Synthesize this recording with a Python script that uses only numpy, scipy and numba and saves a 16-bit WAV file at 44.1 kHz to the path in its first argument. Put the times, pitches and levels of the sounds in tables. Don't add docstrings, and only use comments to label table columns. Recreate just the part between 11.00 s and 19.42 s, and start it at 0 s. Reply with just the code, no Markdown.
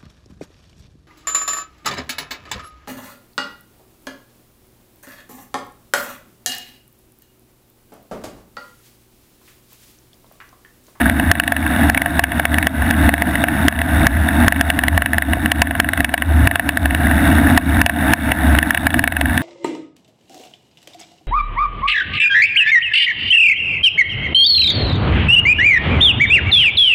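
import sys
import numpy as np
from scipy import signal
from scipy.fft import next_fast_len
from scipy.io import wavfile
from scipy.ndimage import uniform_filter1d
from numba import njit

SR = 44100
rng = np.random.default_rng(int(sys.argv[2]) if len(sys.argv) > 2 else 0)


def volts(x):
    e = np.asarray(x, float) / 20
    return 10 ** e


def generate_wav(sig):
    pcm = np.round(np.clip(np.atleast_2d(sig).T, -1, 1) * 32767).astype(np.int16)
    wavfile.write(sys.argv[1], SR, pcm)


N = 371322
CONTACT_S = 7.5e-5

# start_s, blow_db (over the usual blow), contact_ratio (times the usual contact)
LOOSE_PART_KNOCKS = [(.0151, 0.5, 0.62), (0.0632, 6, 1.8), (0.097, 9, 1.1), (0.1975, 6.5, 1.1),
                     (0.3148, 18, 0.69), (0.3528, 5.5, 0.96), (0.3992, 17, 0.93), (0.4362, 1.5, 0.65),
                     (0.4778, 8, 0.67), (0.5217, 12.5, 0.96), (0.5652, 6, 0.7), (0.664, 3.3, 1.23),
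                     (0.8983, 13.5, 1.3), (0.9466, 8, 0.74), (0.9757, 13.5, 1), (1.0178, 8.5, 0.59),
                     (1.0598, 7.5, 1.04), (1.1941, 22, 1.28), (1.2399, 18, 0.88), (1.3185, 1.5, 0.7),
                     (1.3973, 13, 1.3), (1.4531, 15, 0.99), (1.5425, 6, 0.61), (1.5842, 10, 0.83),
                     (1.6272, 4, 0.53), (1.6696, 16.5, 0.87), (1.8214, 5, 1.8), (1.9094, 3.5, 0.76),
                     (2.0915, 17, 1.44), (2.139, 13, 0.9), (2.1795, 1, 0.7), (2.2206, 15, 1.22),
                     (2.355, 2.5, 0.9), (2.4396, 12.5, 1.36), (2.4848, 0.5, 0.6), (2.6829, 14, 0.56),
                     (2.7244, 1, 0.98), (2.7896, -2, 0.78), (2.816, 3.5, 0.81), (3.0683, 17, 0.81),
                     (3.2874, 0.5, 1.2), (3.4812, 21.5, 0.96), (3.523, 13, 0.83), (3.561, 4, 1.03),
                     (3.6112, 13.5, 0.67), (3.702, 12, 0.68), (3.79, 10, 0.58), (3.837, 15, 1.23),
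                     (3.8824, 13.5, 0.64), (3.929, 5, 1.9), (3.9774, 16.5, 1.27), (4.0206, 14, 1.1),
                     (4.0597, 11, 0.83), (4.1328, 9.5, 1.2), (4.1432, 1, 1.1), (4.1825, 14.5, 1.04),
                     (4.2219, 6, 0.83), (4.3335, 7, 1.05), (4.4589, 5.5, 1), (4.5177, 14.5, 0.8),
                     (4.5578, -6, 0.78), (4.593, -8, 1.1), (4.6189, 24, 0.84), (4.671, 5.5, 1.14),
                     (4.709, 4, 0.89), (4.7517, 0, 1.07), (4.8006, 19.5, 0.93), (4.8444, 6, 1.1),
                     (4.8883, 3.5, 0.71), (4.9337, 3, 0.78), (4.9754, 2, 0.87), (5.005, 9.5, 0.83),
                     (5.0457, 10, 0.59), (5.092, -3, 0.7), (5.141, 16.5, 1.18), (5.178, 2.5, 0.47),
                     (5.2214, 10, 1.03), (5.4734, 16, 1.2), (5.5119, 5, 0.82), (5.5567, 11, 0.83),
                     (5.596, 10.5, 0.9), (5.6911, 12, 0.66), (5.772, 8, 0.88), (5.857, 6, 0.79),
                     (5.9074, 3, 1), (5.948, 3.5, 0.71), (6.07, 8.5, 2.05), (6.1124, 3, 1.16),
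                     (6.5769, 28, 0.82), (6.8154, 14, 0.86), (6.8627, 15.5, 0.73), (6.8957, 11.5, 0.94),
                     (7.1358, 21, 1.36), (7.3187, 11.5, 1.18), (7.55, 5, 1.34), (7.5875, 14, 0.93),
                     (7.6284, 14, 1.1), (7.707, 12, 0.67), (7.7467, 10.5, 0.72), (7.7746, 6, 0.72),
                     (7.869, 19, 1.3), (7.9044, 2.5, 0.62), (7.9424, 10.5, 0.77), (7.993, 15, 0.97),
                     (8.04, 14, 0.88), (8.0758, 13.5, 0.75), (8.1221, 3.5, 0.62), (8.167, 1.5, 0.68),
                     (8.212, 8.5, 0.68), (8.2564, 2, 1.1), (8.296, -3, 0.9), (8.3769, 2.5, 0.38)]


def knocks(usual_blow_db=6, spot_db=2.5, thin_hz=600, graze_db=-16, lead_s=0.000806):
    start_s, blow_db, contact_ratio = np.transpose(LOOSE_PART_KNOCKS)
    chance = rng.standard_normal((len(start_s), 2 + len(CASE_MODES)))
    size = volts(blow_db + usual_blow_db)
    length_s = CONTACT_S * np.clip(contact_ratio, 0.4, 2.5)
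    mode_db = spot_db * chance[:, 2:]
    ring = case(start_s, size, length_s, mode_db)
    graze_s = start_s - lead_s * np.exp(0.403 * chance[:, 0])
    graze_size = size * volts(graze_db + 2.2 * chance[:, 1])
    ring = ring + case(graze_s, graze_size, 0.46 * length_s, mode_db)
    low_pass = signal.butter(N=3, Wn=thin_hz, fs=SR, output="sos")
    return ring - signal.sosfiltfilt(low_pass, ring)


# pitch_hz, level_db, t60_s (time to fade by 60 dB),
# side (+1 or -1, side of the node line)
CASE_MODES = [(693.4, -10.5, 0.037, 1), (999, -23.5, 0.036, -1), (1107, -28, 0.049, 1),
              (1554, -7, 0.017, 1), (1748, -5.5, 0.016, -1), (1761, -7.5, 0.015, -1),
              (1991, -5.5, 0.015, 1), (2230, -12.5, 0.025, -1), (2595, -17.5, 0.032, -1),
              (2893, -9.5, 0.013, 1), (3380, -15, 0.02, 1), (3770, -17, 0.017, 1), (5600, -32, 0.027, 1)]


def case(start_s, size, length_s, mode_db):
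    out = 0
    for (pitch_hz, level_db, t60_s, side), struck_db in zip(CASE_MODES, mode_db.T):
        pole = np.exp(2j * np.pi * pitch_hz / SR - np.log(1000) / (t60_s * SR))
        force = pushes(start_s, size * volts(struck_db), length_s)
        ring = signal.lfilter([0, pole.imag], [1, -2 * pole.real, abs(pole) ** 2], force)
        out = out + side * volts(level_db) * ring
    return out


def pushes(start_s, size, length_s):
    at = (start_s * SR).astype(int)[:, None] + np.arange(-24, 25)
    bell = np.exp(-0.5 * ((at / SR - start_s[:, None]) / length_s[:, None]) ** 2)
    bell *= (size / bell.sum(axis=1))[:, None]
    return np.bincount(np.clip(at, 0, N - 1).ravel(), bell.ravel(), minlength=N)


# pitch_hz, width_hz, level_db
GRAIN_HISS = [(3710, 150, -22.5), (690, 162, -6.5), (873, 160, -9), (1350, 900, -8), (3040, 74, -43),
              (4540, 900, -32), (5450, 250, -31), (1570, 320, -4)]


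def crunch(per_s=1500, scatter_db=3.5, spread_db=6.5, studs_db=-11):
    chance = rng.standard_normal((int(per_s * N / SR), 2 + len(CASE_MODES)))
    start_s = rng.random(len(chance)) * N / SR
    direction = np.sign(chance[:, 1])
    size = volts(scatter_db * np.clip(chance[:, 0], -2, 2)) * direction
    length_s = np.full(len(start_s), 0.99 * CONTACT_S)
    ring = case(start_s, size, length_s, spread_db * chance[:, 2:])
    hiss = sum(narrow_resonances(rng.standard_normal(N), [peak]) for peak in GRAIN_HISS)
    return unit(unit(ring) + hiss + volts(studs_db) * studs())


# start_s, rows_per_s
STUD_ROW_RATE = [(0, 82), (.8, 82), (1.4, 79.5), (2.2, 82), (2.8, 81), (3.4, 85), (3.8, 81), (4.4, 84),
                 (5.3, 82), (5.95, 83.4), (6.25, 81.6), (6.55, 80.8), (7.3, 86), (7.8, 81), (8.42, 83)]
# pitch_hz, width_hz, level_db
STUD_RESONANCES = [(3620, 380, -3.5), (2786, 180, -13)]


def studs(bite_s=0.0011, scatter_db=2.5):
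    start_s, rows_per_s = np.transpose(STUD_ROW_RATE)
    rate = np.interp(np.arange(N) / SR, start_s, rows_per_s)
    rows = np.cumsum(rate) / SR
    size = volts(scatter_db * rng.standard_normal(N // 100))[rows.astype(int)]
    from_bite_s = (rows % 1 - 0.5) / rate
    scratch = size * np.exp(-0.5 * (from_bite_s / bite_s) ** 2) * rng.standard_normal(N)
    return narrow_resonances(scratch, STUD_RESONANCES)


# start_s, level_db (of the crunch in the case)
SNOW_COARSENESS = [(0, -5), (.13, -20), (.22, -16), (.75, -16), (1.0, -14.5), (1.3, -17.5), (1.6, -12.5),
                   (1.72, -16), (2.1, -11), (2.5, -16), (2.8, -17), (3.05, -11.5), (3.3, -16), (3.65, -11),
                   (4.05, -17), (4.75, -24.5), (5.2, -19), (5.45, -17), (5.8, -18.5), (6.15, -14),
                   (6.7, -16.5), (7.45, -13.5), (7.6, -13), (8.2, -19.5), (8.42, -13.5)]


def snow_gain(t):
    return volts(np.interp(t, *np.transpose(SNOW_COARSENESS)))


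# start_s, held_s, fork_db (hum), clamp_db (throb)
TRAIL_BUMPS = [(.06, 0.057, -6.5, -5.5), (.18, 0.011, -19, -10), (.28, 0.013, -7, -17),
               (.38, .01, -22, -11.5), (.57, 0.08, -14.5, -17), (.86, 0.087, -11, -12.5),
               (1.229, .01, -7, -9.5), (1.36, 0.011, -14.5, -11.5), (1.52, 0.077, -7, -10.5),
               (1.81, 0.026, -8.5, -25), (1.99, 0.15, -6, -11.5), (2.27, 0.013, -13, -7.5),
               (2.47, 0.08, -21, -11), (2.6, 0.12, -15.5, -14.5), (2.77, 0.045, -11, -25),
               (2.94, 0.069, -10, -17), (3.11, 0.098, -5.5, -32), (3.43, 0.034, -5, -5),
               (3.55, 0.16, -8, -26), (3.85, .02, -6, -9), (3.939, .03, -0.5, -9), (4.16, 0.009, -7, -13),
               (4.3, .03, -8, -11.5), (4.45, 0.013, -13.5, -12.5), (4.56, 0.08, -6.5, -9),
               (4.82, 0.0059, -7, -8.5), (5.01, 0.0092, -9, -10.5), (5.29, 0.16, -4.5, -17.5),
               (5.68, .01, -15, -10.5), (5.83, 0.038, -5.5, -11.5), (5.97, .19, -9, -11.5),
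               (6.33, 0.15, 0, 2), (6.5, 0.037, -2, 2.5), (6.68, .09, -7, -9.5), (6.83, .01, -4, -10.5),
               (7.0, 0.015, -16, -10.5), (7.1, 0.0061, -33, -8.5), (7.28, 0.011, -11, -15),
               (7.48, .1, -5, -11.5), (7.66, .01, -14, -5.5), (7.87, .01, -7.5, -12),
               (7.96, 0.012, -14, -5), (8.01, 0.027, -3, -12.5), (8.23, 0.058, -7, -13)]


def bumps(t, rise_db_per_s=196, fall_db_per_s=122):
    start_s, held_s, fork_db, clamp_db = np.transpose(TRAIL_BUMPS)[:, :, None]
    rise_db = -rise_db_per_s * np.maximum(start_s - t, 0)
    fall_db = -fall_db_per_s * np.maximum(t - start_s - held_s, 0)
    shape_db = rise_db + fall_db
    return [np.sqrt(np.sum(volts(db + shape_db) ** 2, axis=0)) for db in (fork_db, clamp_db)]


# pitch_hz, width_hz, level_db
FORK_RESONANCE = [(75, 14, 0)]


def fork_hum():
    return steadied(narrow_resonances(rng.standard_normal(N), FORK_RESONANCE), share=0.75)


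# pitch_hz, width_hz, level_db
CLAMP_RESONANCES = [(163.3, 81, -4.5), (238.2, 37, -2), (270, 26.5, -3), (30.6, 18, -23)]


def clamp_throb():
    throb = resonances(rng.standard_normal(N), CLAMP_RESONANCES)
    low_pass = signal.cheby1(6, 1, 320, fs=SR, output="sos")
    return unit(signal.sosfilt(low_pass, throb))


def unit(x):
    return x / np.sqrt(np.mean(x ** 2))


def resonances(x, peaks):
    out = 0
    for pitch_hz, width_hz, level_db in peaks:
        b, a = signal.iirpeak(pitch_hz, pitch_hz / width_hz, SR)
        out = out + volts(level_db) * unit(signal.lfilter(b, a, x))
    return out


def narrow_resonances(x, peaks):
    return sum(resonances(resonances(x, [peak]), [peak]) for peak in peaks)


def steadied(x, share):
    envelope = np.abs(signal.hilbert(x, next_fast_len(N))[:N])
    swell = uniform_filter1d(envelope, size=1200)
    return unit(x / (swell + 0.05) ** share)


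def scene(bump_crunch_db=-5.5, fork_idle_db=-2.5, clamp_idle_db=1.5):
    t = np.arange(0, N + 64, 64) / SR
    snow = snow_gain(t)
    hum, throb = bumps(t)
    crunch_level = np.hypot(snow, volts(bump_crunch_db) * throb)
    fork_level = np.hypot(hum, volts(fork_idle_db) * snow)
    clamp_level = np.hypot(throb, volts(clamp_idle_db) * snow)
    levels = (crunch_level, fork_level, clamp_level)
    crunch_gain, fork_gain, clamp_gain = (np.interp(np.arange(N) / SR, t, level) for level in levels)
    mix = knocks() + crunch_gain * crunch() + fork_gain * fork_hum() + clamp_gain * clamp_throb()
    return mix[None]


@njit
def gain_control(x, gain, top, full, attack, hold, release):
    y, peak = np.empty(len(x)), 0.
    for i in range(len(x)):
        y[i] = x[i] * gain
        peak = max(min(abs(y[i]), 1.), peak * hold)
        if peak > top:
            gain *= attack
        else:
            gain += release * (full - gain)
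    return y


def clipped(x, knee=1.6):
    return np.tanh(np.abs(x) ** knee) ** (1 / knee) * np.sign(x)


def slow_converter(x, slow_edge_hz=12300, treble_edge_hz=15400):
    soft = signal.sosfiltfilt(signal.butter(N=6, Wn=slow_edge_hz, fs=SR, output="sos"), x)
    slow = signal.resample_poly(soft, 160, 147)[::4]
    held = signal.resample_poly(np.repeat(slow, 4), 147, 160)[:N]
    return signal.sosfiltfilt(signal.butter(N=10, Wn=treble_edge_hz, fs=SR, output="sos"), held)


def roll_off(x):
    return signal.sosfilt(signal.butter(12, 16470, fs=SR, output="sos"), x)


def record(dry, top_db=-2.5, full_db=6.5, attack_db_per_ms=6, peak_hold_s=0.0015, release_s=0.79):
    attack = volts(-1000 * attack_db_per_ms / SR)
    hold = np.exp(-1 / (peak_hold_s * SR))
    release = 1 / (release_s * SR)
    loud = gain_control(dry[0], 0.27, volts(top_db), volts(full_db), attack, hold, release)
    held = slow_converter(clipped(loud))
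    mix = np.clip(held, -1, 1)[None]
    return roll_off(mix)


dry = scene()
out = record(dry)
generate_wav(out)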